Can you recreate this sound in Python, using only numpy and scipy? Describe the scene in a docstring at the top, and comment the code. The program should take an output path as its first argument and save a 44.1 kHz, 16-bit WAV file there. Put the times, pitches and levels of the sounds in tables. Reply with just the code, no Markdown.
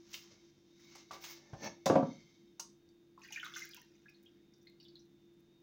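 """Light taps and wiry brushing open the scene: a sieve and a spoon are picked up over a plastic bowl.
A blender jug judders across the worktop, rocks with ringing thuds and is lifted with a clink.
Thick juice glugs from it into the sieve, trapped air ringing as bubbles, droplets spattering and
foam snapping, then drips through the mesh into the bowl. A fridge hums throughout in the small kitchen."""
import sys
import numpy as np
from scipy import signal
from scipy.fft import rfft, irfft
from scipy.io import wavfile

SR = 44100
rng = np.random.default_rng(int(sys.argv[2]) if len(sys.argv) > 2 else 0)


def write(x):
    x = np.atleast_2d(x).T
    wavfile.write(sys.argv[1], SR, np.round(np.clip(x, -1, 1) * 32767).astype(np.int16))


N = 247842
TIME = np.arange(N) / SR

# the largest air pockets trapped by the pour and the drips: start_s, pitch_hz, level_db
LARGE_POCKETS = [(3.177, 1067, -50), (3.217, 2500, -50.5), (3.248, 1803, -50.5), (3.287, 2450, -48.5),
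                 (3.306, 840, -59), (3.323, 6550, -30.5), (3.324, 2864, -38), (3.36, 2357, -34),
                 (3.374, 1804, -38.5), (3.397, 2980, -37), (3.43, 1458, -38), (3.431, 2120, -42),
                 (3.447, 3700, -38.5), (3.464, 1238, -43), (3.538, 3435, -39), (3.561, 1510, -40),
                 (3.567, 2056, -43.5), (3.619, 2042, -39), (3.71, 4870, -42.5), (3.734, 3244, -42.5),
                 (3.764, 2700, -49), (3.772, 956, -60), (4.058, 1642, -55.5), (4.083, 2447, -53),
                 (4.09, 5380, -55), (4.144, 4180, -53.5), (4.26, 3180, -53.5), (4.537, 5400, -55),
                 (4.614, 5850, -58), (4.669, 2070, -57.5), (4.671, 4140, -48), (4.8, 4530, -48),
                 (4.8, 2910, -58), (4.828, 4480, -50), (4.851, 3450, -49.5), (4.883, 4450, -49),
                 (4.955, 4110, -45.5), (4.993, 5570, -52)]
POUR_START_S, BUBBLE_MID_HZ = LARGE_POCKETS[0][0], 2500
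FULL_FLOW_DB, RATE_FOLLOWS = -54, 0.35   # event rates follow this share of the flow's swing in dB


def from_db(db):
    """Decibels to gain."""
    return 10 ** (np.asarray(db) / 20)


def rms_one(x):
    """Scale to rms 1."""
    return x / np.sqrt(np.mean(x ** 2) + 1e-20)


def at_hz(points, hz):
    """Read a curve on a log-frequency axis."""
    freqs, values = np.transpose(points)
    return np.interp(np.log(np.maximum(hz, 1)), np.log(freqs), values)


def coloured(x, curve):
    """Equalise with a smooth curve of freq_hz, gain_db."""
    gain = from_db(at_hz(curve, np.fft.rfftfreq(len(x), 1 / SR)))
    return irfft(rfft(x) * gain, len(x))


def high_pass(x, hz, order=4):
    """Roll off the lows below hz."""
    return signal.sosfilt(signal.butter(order, hz, "high", fs=SR, output="sos"), x)


def drift(per_s):
    """A random wander, gliding between normal draws."""
    knots = rng.standard_normal(int(TIME[-1] * per_s) + 2)
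    return np.interp(TIME * per_s, np.arange(len(knots)), knots)


def dying(t, t60):
    """Exponential decay, 60 dB down at t60."""
    return np.exp(-np.log(1000) * t / t60)


def swell(crest_s, db, rise_s, fall_s):
    """A gain that climbs to db and fades again, by 60 dB in rise_s and in fall_s."""
    before, after = np.maximum(crest_s - TIME, 0), np.maximum(TIME - crest_s, 0)
    return from_db(db) * dying(before, rise_s) * dying(after, fall_s)


def add(out, s, sound):
    """Mix a sound in at time s."""
    i = min(int(s * SR), N)
    out[i:i + len(sound)] += sound[:N - i]


def click_track(hits):
    """One impulse for each start_s, level_db."""
    clicks = np.zeros(N)
    for s, db in hits:
        add(clicks, s, from_db([db]))
    return clicks


def ring(clicks, hz, t60):
    """Each click sets a damped sine ringing."""
    r, w = dying(1 / SR, t60), 2 * np.pi * hz / SR
    return signal.lfilter([0, np.sin(w)], [1, -2 * r * np.cos(w), r * r], clicks + 1e-18)


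def strike(hits, modes):
    """Hits ring a body's modes, in alternating polarity."""
    clicks = click_track(hits)
    return sum((-1) ** k * from_db(db) * ring(clicks, hz, t60) for k, (hz, db, t60) in enumerate(modes))


def band(x, hz, width_hz):
    """One resonant band-pass."""
    return signal.lfilter(*signal.iirpeak(hz, hz / width_hz, fs=SR), x)


def resonate(x, modes):
    """Drive parallel resonances in alternating polarity; rms 1."""
    return rms_one(sum((-1) ** k * from_db(db) * band(x, hz, width)
                       for k, (hz, width, db) in enumerate(modes)))


def friction(grains_per_s):
    """A dense train of small slips of uneven size."""
    return rms_one(rng.standard_normal(N) * (rng.random(N) < grains_per_s / SR))


def impact(levels_db, rise_s, t60):
    """A contact shakes many damped modes at once: a noise burst with a level per octave in four bands."""
    # bass, middle, presence and treble: centre_hz
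    centres = (180, 800, 2600, 6000)
    t = TIME[:SR // 4]
    colour = [(hz, db + 10 * np.log10(SR / 2 / hz)) for hz, db in zip(centres, levels_db)]
    return coloured(rng.standard_normal(len(t)), colour) * dying(t, t60) * (1 - dying(t, rise_s))


def fridge(rush_db=-68.5, waver_db=3.5, wander_rad=0.5):
    """A low rush with motor tones that waver a little, and a thin whine."""
    # colour of the rush: freq_hz, gain_db
    rush_colour = [(25, -14.5), (50, -7), (100, -4.5), (150, -5.5), (200, 5), (260, -1.5), (320, 3.5),
                   (420, -9.5), (600, -16), (1200, -23), (3000, -23.5), (6000, -27), (9000, -22.5),
                   (15000, -16)]
    # motor tones and whine: pitch_hz, rms_db
    tones = [(146, -79), (199, -82), (342, -68), (441, -91.5), (1615, -97.5), (3569, -90.5), (3715, -87)]
    hum = 0
    for hz, db in tones:
        peak = np.sqrt(2) * from_db(db + waver_db * drift(11))
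        hum = hum + peak * np.sin(2 * np.pi * hz * TIME + wander_rad * drift(17))
    return hum + from_db(rush_db) * rms_one(coloured(rng.standard_normal(N), rush_colour))


def kitchen(send, predelay_s=0.0044):
    """Diffuse echoes off worktop and walls, dying faster in the treble."""
    # reverb time of the room: freq_hz, t60_s
    decay_times = [(150, 0.41), (600, 0.28), (2500, 0.27), (6000, .3), (12000, 0.16)]
    t = TIME[:SR // 2]
    white, hz = rfft(rng.standard_normal(len(t))), np.fft.rfftfreq(len(t), 1 / SR)
    edges_hz, tail = np.geomspace(40, 20480, 10), 0
    for low, high in zip(edges_hz, edges_hz[1:]):
        octave = irfft(white * ((hz >= low) & (hz < high)), len(t))
        tail = tail + octave * dying(t, at_hz(decay_times, np.sqrt(low * high)))
    tail = tail * (t > predelay_s)
    return signal.fftconvolve(send, tail / np.linalg.norm(tail))[:N]


def spoon_note():
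    """A jolt leaves the spoon ringing faintly on one long, thin note."""
    # jolts to the spoon: start_s, level_db
    jolts = [(0.142, -77.5), (1.899, -72)]
    return ring(click_track(jolts), hz=3165, t60=2.3)


def metal_song(spread=0.46, partial_width_hz=45, swell_db=3.0, count=4):
    """Rubbed metal sings in clusters of close partials that swell and fade as the contact point moves."""
    # resonances of wire rim and spoon: pitch_hz, width_hz, level_db
    modes = [(2159, 190, 5.5), (3165, 17, 1.5), (3540, 20, 5), (3795, 220, 2.5), (4460, 287, 0.5),
             (5320, 214, -1), (6050, 240, 3.5), (6870, 410, -8)]
    slips, out = friction(grains_per_s=5000), 0
    for hz, width, db in modes:
        offsets = np.linspace(-1, 1, count) + rng.uniform(-0.28, 0.25, count)
        partials = [(hz + spread * width * off, min(partial_width_hz, width / 2), 0) for off in offsets]
        out = out + from_db(db + swell_db * drift(8.3)) * np.sqrt(width) * resonate(slips, partials)
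    return rms_one(out)


def brushing(flutter_db=2.5, sizzle_hz=15200, sizzle_width_hz=1700, sizzle_length=0.55, rub_top_hz=8500):
    """Sieve and spoon slide in fine-grained strokes; the mesh sizzles and the metal sings faintly."""
    # handling strokes: crest_s, rub_db, metal_db, sizzle_db, rise_s, fall_s
    strokes = [(0.03, -70, -81, -100, -4, 3.5), (0.145, -48, -64, -36.5, 0.19, 0.34),
               (0.41, -65, -76, -90, 3, 0.57), (0.85, -67, -68, -64, 0.65, 1.8),
               (0.965, -54, -83, -74, 0.61, 0.33), (1.135, -51, -52, -43, 0.01, 0.12),
               (1.249, -51, -61, -38.5, 0.24, 0.39), (1.305, -49.5, -59, -41.5, 0.4, .36),
               (1.49, -65, -76, -92, 2.5, 0.8), (1.645, -45, -82, -44, 0.2, 0.19),
               (2.12, -64.5, -64.5, -98, 1.44, 1.28)]
    # colour of the rubbing: freq_hz, gain_db
    rub_colour = [(300, -15), (1000, -1.5), (1600, -2.5), (2300, -1), (3200, -1.5), (4400, 0.5), (5200, 5),
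                  (6300, 4.5), (9000, -8.5), (15000, 2)]
    rub_gain = metal_gain = sizzle_gain = 0
    for s, rub_db, metal_db, sizzle_db, rise_s, fall_s in strokes:
        rub_gain = np.hypot(rub_gain, swell(s, rub_db, rise_s, fall_s))
        metal_gain = np.hypot(metal_gain, swell(s, metal_db, rise_s, fall_s))
        firm_contact = swell(s, sizzle_db, sizzle_length * rise_s, sizzle_length * fall_s)
        sizzle_gain = np.hypot(sizzle_gain, firm_contact)
    sizzle = high_pass(resonate(friction(grains_per_s=2200), [(sizzle_hz, sizzle_width_hz, 0)]), 8000)
    rub = rms_one(coloured(friction(grains_per_s=6000), rub_colour))
    rub = signal.sosfilt(signal.butter(3, rub_top_hz, fs=SR, output="sos"), rub)
    flutter = from_db(flutter_db * drift(40))
    return (rub * rub_gain + sizzle * sizzle_gain) * flutter + metal_song() * metal_gain


def taps(trim_db=1, ring_t60=0.046):
    """Utensils and bowl touch lightly, each tap a short burst with one main resonance."""
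    # light contacts: start_s, bass_db, middle_db, presence_db, treble_db, rise_s, t60_s, ring_hz, ring_db
    contacts = [(0.130, -80, -94, -54, -46.5, 0.019, 0.18, 2560, -66),
                (0.142, -64, -70, -36.5, -46, 0.0033, 0.031, 2840, -43),
                (0.31, -66, -71, -91, -81, 0.032, 0.22, 585, -68.5),
                (0.795, -85, -93, -80, -68, .02, 0.11, 2010, -68),
                (0.952, -81, -55.5, -65, -51, 0.0082, 0.08, 930, -80),
                (1.109, -68.5, -52, -58.5, -55.5, .012, 0.31, 1164, -41.5),
                (1.239, -104, -59.5, -51, -47, 0.0065, 0.17, 3730, -60),
                (1.532, -62, -45, -63, -67, 0.0098, 0.099, 129, -36),
                (2.596, -99, -55, -56.5, -35, 0.006, 0.056, 1082, -47),
                (2.889, -88.5, -88.5, -84, -70, .003, .03, 4600, -71)]
    out, t = np.zeros(N), TIME[:SR // 4]
    for s, *levels_db, rise_s, t60, hz, ring_db in contacts:
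        ping = from_db(ring_db) * np.sin(2 * np.pi * hz * t) * dying(t, ring_t60)
        add(out, s, impact(levels_db, rise_s, t60) + ping)
    return from_db(trim_db) * high_pass(out, 70, order=2)


def jug_drag():
    """The jug's foot sticks and slips, driving its resonances."""
    # envelope of the drag: time_s, level_db
    envelope = [(1.28, -81.5), (1.45, -69.5), (1.585, -67.5), (1.632, -45.5), (1.675, -39.5), (1.692, -66),
                (1.72, -84.5)]
    # resonances of the sliding jug: pitch_hz, width_hz, level_db
    modes = [(227, 86, 1), (590, 50, 2), (860, 93, -2), (1780, 13, 7), (2195, 80, -5.5), (2666, 25, -12),
             (3350, 60, -20.5), (4450, 95, -11.5), (5570, 80, -7.5), (6230, 200, -7.5)]
    times, levels_db = np.transpose(envelope)
    sliding = (TIME > times[0]) & (TIME < times[-1])
    gain = from_db(np.interp(TIME, times, levels_db)) * sliding
    return resonate(friction(grains_per_s=2000), modes) * gain


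def worktop(thuds):
    """The worktop booms low down and is hollow just above."""
    # boom and dip: centre_hz, width_hz, added_gain (negative cuts)
    bands = [(160, 22, 0.45), (385, 160, -.5)]
    return thuds + sum(gain * band(thuds, hz, width) for hz, width, gain in bands)


def jug_knocks(thud_trim_db=-1, fade_from_s=2.026, fade_t60=0.34):
    """The rocking jug thuds and rings at each landing; the ring dies away quickly after the last knock."""
    # landings of the foot: start_s, bass_db, middle_db, presence_db, treble_db, ring_db
    landings = [(1.858, -40, -47.5, -39, -28.5, -32.5), (1.863, -40, -28.5, -41.5, -40.5, -34),
                (1.899, -20.5, -21.5, -42.5, -53.5, -26.5), (1.955, -26, -22, -43.5, -52.5, -25.5),
                (2.027, -31, -28, -72.5, -77, -42.5)]
    # modes of jug and worktop, ahead of the fade: pitch_hz, level_db, t60_s
    modes = [(149.6, -4, 0.14), (192.5, -8, 0.23), (269.8, -9, 0.6), (315, -13.5, 0.13),
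             (364, -14.5, 0.303), (465, -14, 0.26), (477, -2.5, 0.095), (540.1, 3.5, 0.25),
             (625.6, 2.5, 0.13), (632, -8, 0.27), (713, -7.5, 0.45), (745.3, -8, 0.33), (892, -13.5, .22),
             (1070, -22.5, 0.12), (1417, -20.5, 0.13)]
    thuds = np.zeros(N)
    for s, *levels_db, _ in landings:
        add(thuds, s, impact(levels_db, rise_s=0.004, t60=0.057))
    thuds = from_db(thud_trim_db) * high_pass(worktop(thuds), 140)
    rings = strike([(s, ring_db) for s, *_, ring_db in landings], modes)
    fade = dying(np.maximum(TIME - fade_from_s, 0), fade_t60)
    return thuds, high_pass(rings * fade, 83, order=2)


def jug_clinks():
    """A hard touch sets the jug's wall ringing."""
    # hard touches: start_s, level_db
    touches = [(1.859, -54), (2.596, -54.5)]
    # upper modes of the jug: pitch_hz, level_db, t60_s
    modes = [(930, -0.5, 0.17), (1082, -1, 0.15), (1400, -2.5, 0.13), (2700, -3, 0.08), (2890, -5.5, 0.16),
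             (4860, -5, 0.23), (5840, 1, 0.27), (6570, -4, 0.28), (6500, 1, 0.17)]
    return strike(touches, modes)


def bowl(x, echo_db=-4, t60=0.017):
    """Sound bounces for a few milliseconds between the walls of bowl and jug."""
    t = TIME[:SR // 20]
    echoes = rng.standard_normal(len(t)) * dying(t, t60) * (t > 0.001)
    return x + from_db(echo_db) * signal.fftconvolve(x, echoes / np.linalg.norm(echoes))[:N]


def juice_flow(drain_s=3.7, drain_db=-67, seep_db=-82):
    """Flow on the mesh in dB: thick juice lands in surges, the sieve drains and the pulp seeps on."""
    # surges from the jug: crest_s, level_db
    surges = [(3.246, -57), (3.344, -52), (3.454, -53), (3.583, -46.5), (3.655, -55.5), (3.774, -58)]
    pour_power = sum(swell(s, db, rise_s=0.27, fall_s=0.24) ** 2 for s, db in surges)
    trickle = swell(drain_s, drain_db, rise_s=1.0, fall_s=2.6) + from_db(seep_db) * (TIME > drain_s)
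    return 10 * np.log10(pour_power + trickle ** 2 + 1e-20)


def flow_events(flow_db, per_s, gate_db, slots=400):
    """Random events, denser in strong flow: start_s, weak_db (0 at full flow or more), normal draw."""
    place, chance = rng.random(slots), rng.random(slots)
    draw = np.clip(rng.standard_normal(slots), -2, 2)
    slot_s = (TIME[-1] - POUR_START_S) / slots
    starts = POUR_START_S + slot_s * (np.arange(slots) + place)
    level_db = np.interp(starts, TIME, flow_db)
    relative_db = level_db - FULL_FLOW_DB
    happens = (chance < per_s * slot_s * from_db(RATE_FOLLOWS * relative_db)) & (level_db > gate_db)
    return np.column_stack([starts, np.minimum(relative_db, 0), draw])[happens]


def foam_snaps(flow_db, trim_db=8, pocket_offset_db=-15, faint_db=-52, follows=0.45, uneven_db=3):
    """Tearing films crack, tiny and bright: a few loud, one per large pocket, and a faint scatter."""
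    # the loudest films of foam to snap: start_s, level_db
    loud = [(3.325, -38), (3.446, -37), (3.568, -36.5), (3.654, -40), (3.691, -42), (3.746, -35.5),
            (3.768, -45), (3.816, -44)]
    of_pockets = [(s, db + pocket_offset_db) for s, _, db in LARGE_POCKETS]
    faint = [(s, faint_db + follows * weak_db + uneven_db * draw)
             for s, weak_db, draw in flow_events(flow_db, per_s=24, gate_db=-85)]
    out, t = np.zeros(N), TIME[:SR // 20]
    for s, db in loud + of_pockets + faint:
        add(out, s, from_db(db + trim_db) * rng.standard_normal(len(t)) * dying(t, t60=0.016))
    return high_pass(out, 11000, order=3)


def spatter(flow_db, full_flow_per_s=2500, size_db=3.0, ring_cycles=45, dulling=0.33, pitch_count=32):
    """Droplets burst on the mesh, each with a brief ring; a weak trickle is sparser and duller."""
    # droplet strength by pitch: pitch_hz, level_db
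    colour = [(900, -46), (1500, -8), (2200, -5), (3300, -6), (4500, -2.5), (6000, 8.5), (8000, -4.5),
              (15000, 11.5)]
    per_s = full_flow_per_s * from_db(RATE_FOLLOWS * (flow_db - FULL_FLOW_DB))
    sizes = from_db(size_db * np.minimum(rng.exponential(1, N), 3)) * rng.choice([-1, 1], N)
    drops = rms_one(sizes) * (rng.random(N) < per_s / SR) * np.sqrt(SR / np.maximum(per_s, 1))
    drops = drops * from_db(flow_db) * (TIME > POUR_START_S)
    tilt_db_per_octave = dulling * np.minimum(flow_db - FULL_FLOW_DB, 0)
    pitch_index, rings = rng.integers(0, pitch_count, N), 0
    for k, hz in enumerate(np.geomspace(1000, 15000, pitch_count)):
        gain = from_db(at_hz(colour, hz) + tilt_db_per_octave * max(np.log2(hz / 2000), 0))
        rings = rings + np.sqrt(hz) * ring(gain * drops * (pitch_index == k), hz, ring_cycles / hz)
    return rms_one(high_pass(rings, 1000)) * np.std(drops)


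def air_pockets(flow_db, lesser_db=-52, follows=0.73, spread_octaves=0.605):
    """The juice traps large pockets of air and a scatter of lesser ones: start_s, pitch_hz, level_db."""
    lesser = [(s, BUBBLE_MID_HZ * 2 ** (spread_octaves * draw), lesser_db + follows * weak_db)
              for s, weak_db, draw in flow_events(flow_db, per_s=100, gate_db=-66.5)]
    return LARGE_POCKETS + lesser


def froth(pockets, trim_db=-13, spread=0.0986, linger_s=0.009, ring_cycles=55, count=14):
    """Each pocket also breaks into a quick cluster of bubbles of nearly its size: a wet plip."""
    out, t = np.zeros(N), TIME[:SR // 16]
    for s, hz, db in pockets:
        pitches = hz * np.exp(spread * np.clip(rng.standard_normal(count), -2, 2))
        lags = np.minimum(rng.exponential(1, count), 3)
        for pitch, lag in zip(pitches, lags):
            attack = 1 - dying(t * pitch, 7.5)   # opens over 7.5 cycles
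            plip = np.sin(2 * np.pi * pitch * t) * dying(t, ring_cycles / pitch) * attack
            add(out, s + linger_s * lag, from_db(db + trim_db - 2 * lag) * plip)
    return out


def bubbles(pockets, mid_t60=0.052, shortening=0.14, glide=0.13, attack_s=0.00045, rolloff_hz=2600):
    """Each air pocket rings as a damped sine, rising as it nears the surface; small ones ring less."""
    out, t = np.zeros(N), TIME[:SR // 6]
    attack = 1 - np.exp(-t / attack_s)
    for s, hz, db in pockets:
        t60 = mid_t60 * (BUBBLE_MID_HZ / hz) ** shortening
        pitch = hz * (1 + glide * np.minimum(t / t60, 1))
        gain = from_db(db - 0.05) / np.hypot(1, (hz / rolloff_hz) ** 2)
        add(out, s, gain * np.sin(2 * np.pi * np.cumsum(pitch) / SR) * dying(t, t60) * attack)
    return out


def scene():
    """Handling, jug and juice over the fridge, each with its own send to the room."""
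    handling = taps() + from_db(-2.5) * brushing() + from_db(-1) * jug_drag()
    thuds, rings = jug_knocks()
    flow_db = juice_flow()
    pockets = air_pockets(flow_db)
    juice = bubbles(pockets) + bowl(froth(pockets) + from_db(-1) * spatter(flow_db))
    direct = handling + spoon_note() + thuds + rings + jug_clinks() + juice + foam_snaps(flow_db)
    send = from_db(-7) * handling + from_db(-3.5) * thuds + from_db(-23) * rings + from_db(-6.5) * juice
    return (direct + kitchen(send) + fridge())[None]


def record(dry, cutoff_hz=15900):
    """A small microphone, dull above 7 kHz, with a steep cut at the very top."""
    # microphone response: freq_hz, gain_db
    microphone = [(6400, 1), (7200, -6.5), (8200, -14.5), (11000, -17.5), (13600, -21.5), (15000, -11),
                  (16000, -14.5)]
    top_cut = signal.ellip(10, 0.1, 70, cutoff_hz, fs=SR, output="sos")
    return signal.sosfilt(top_cut, coloured(dry[0], microphone))[None]


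dry = scene()
out = record(dry)
write(out)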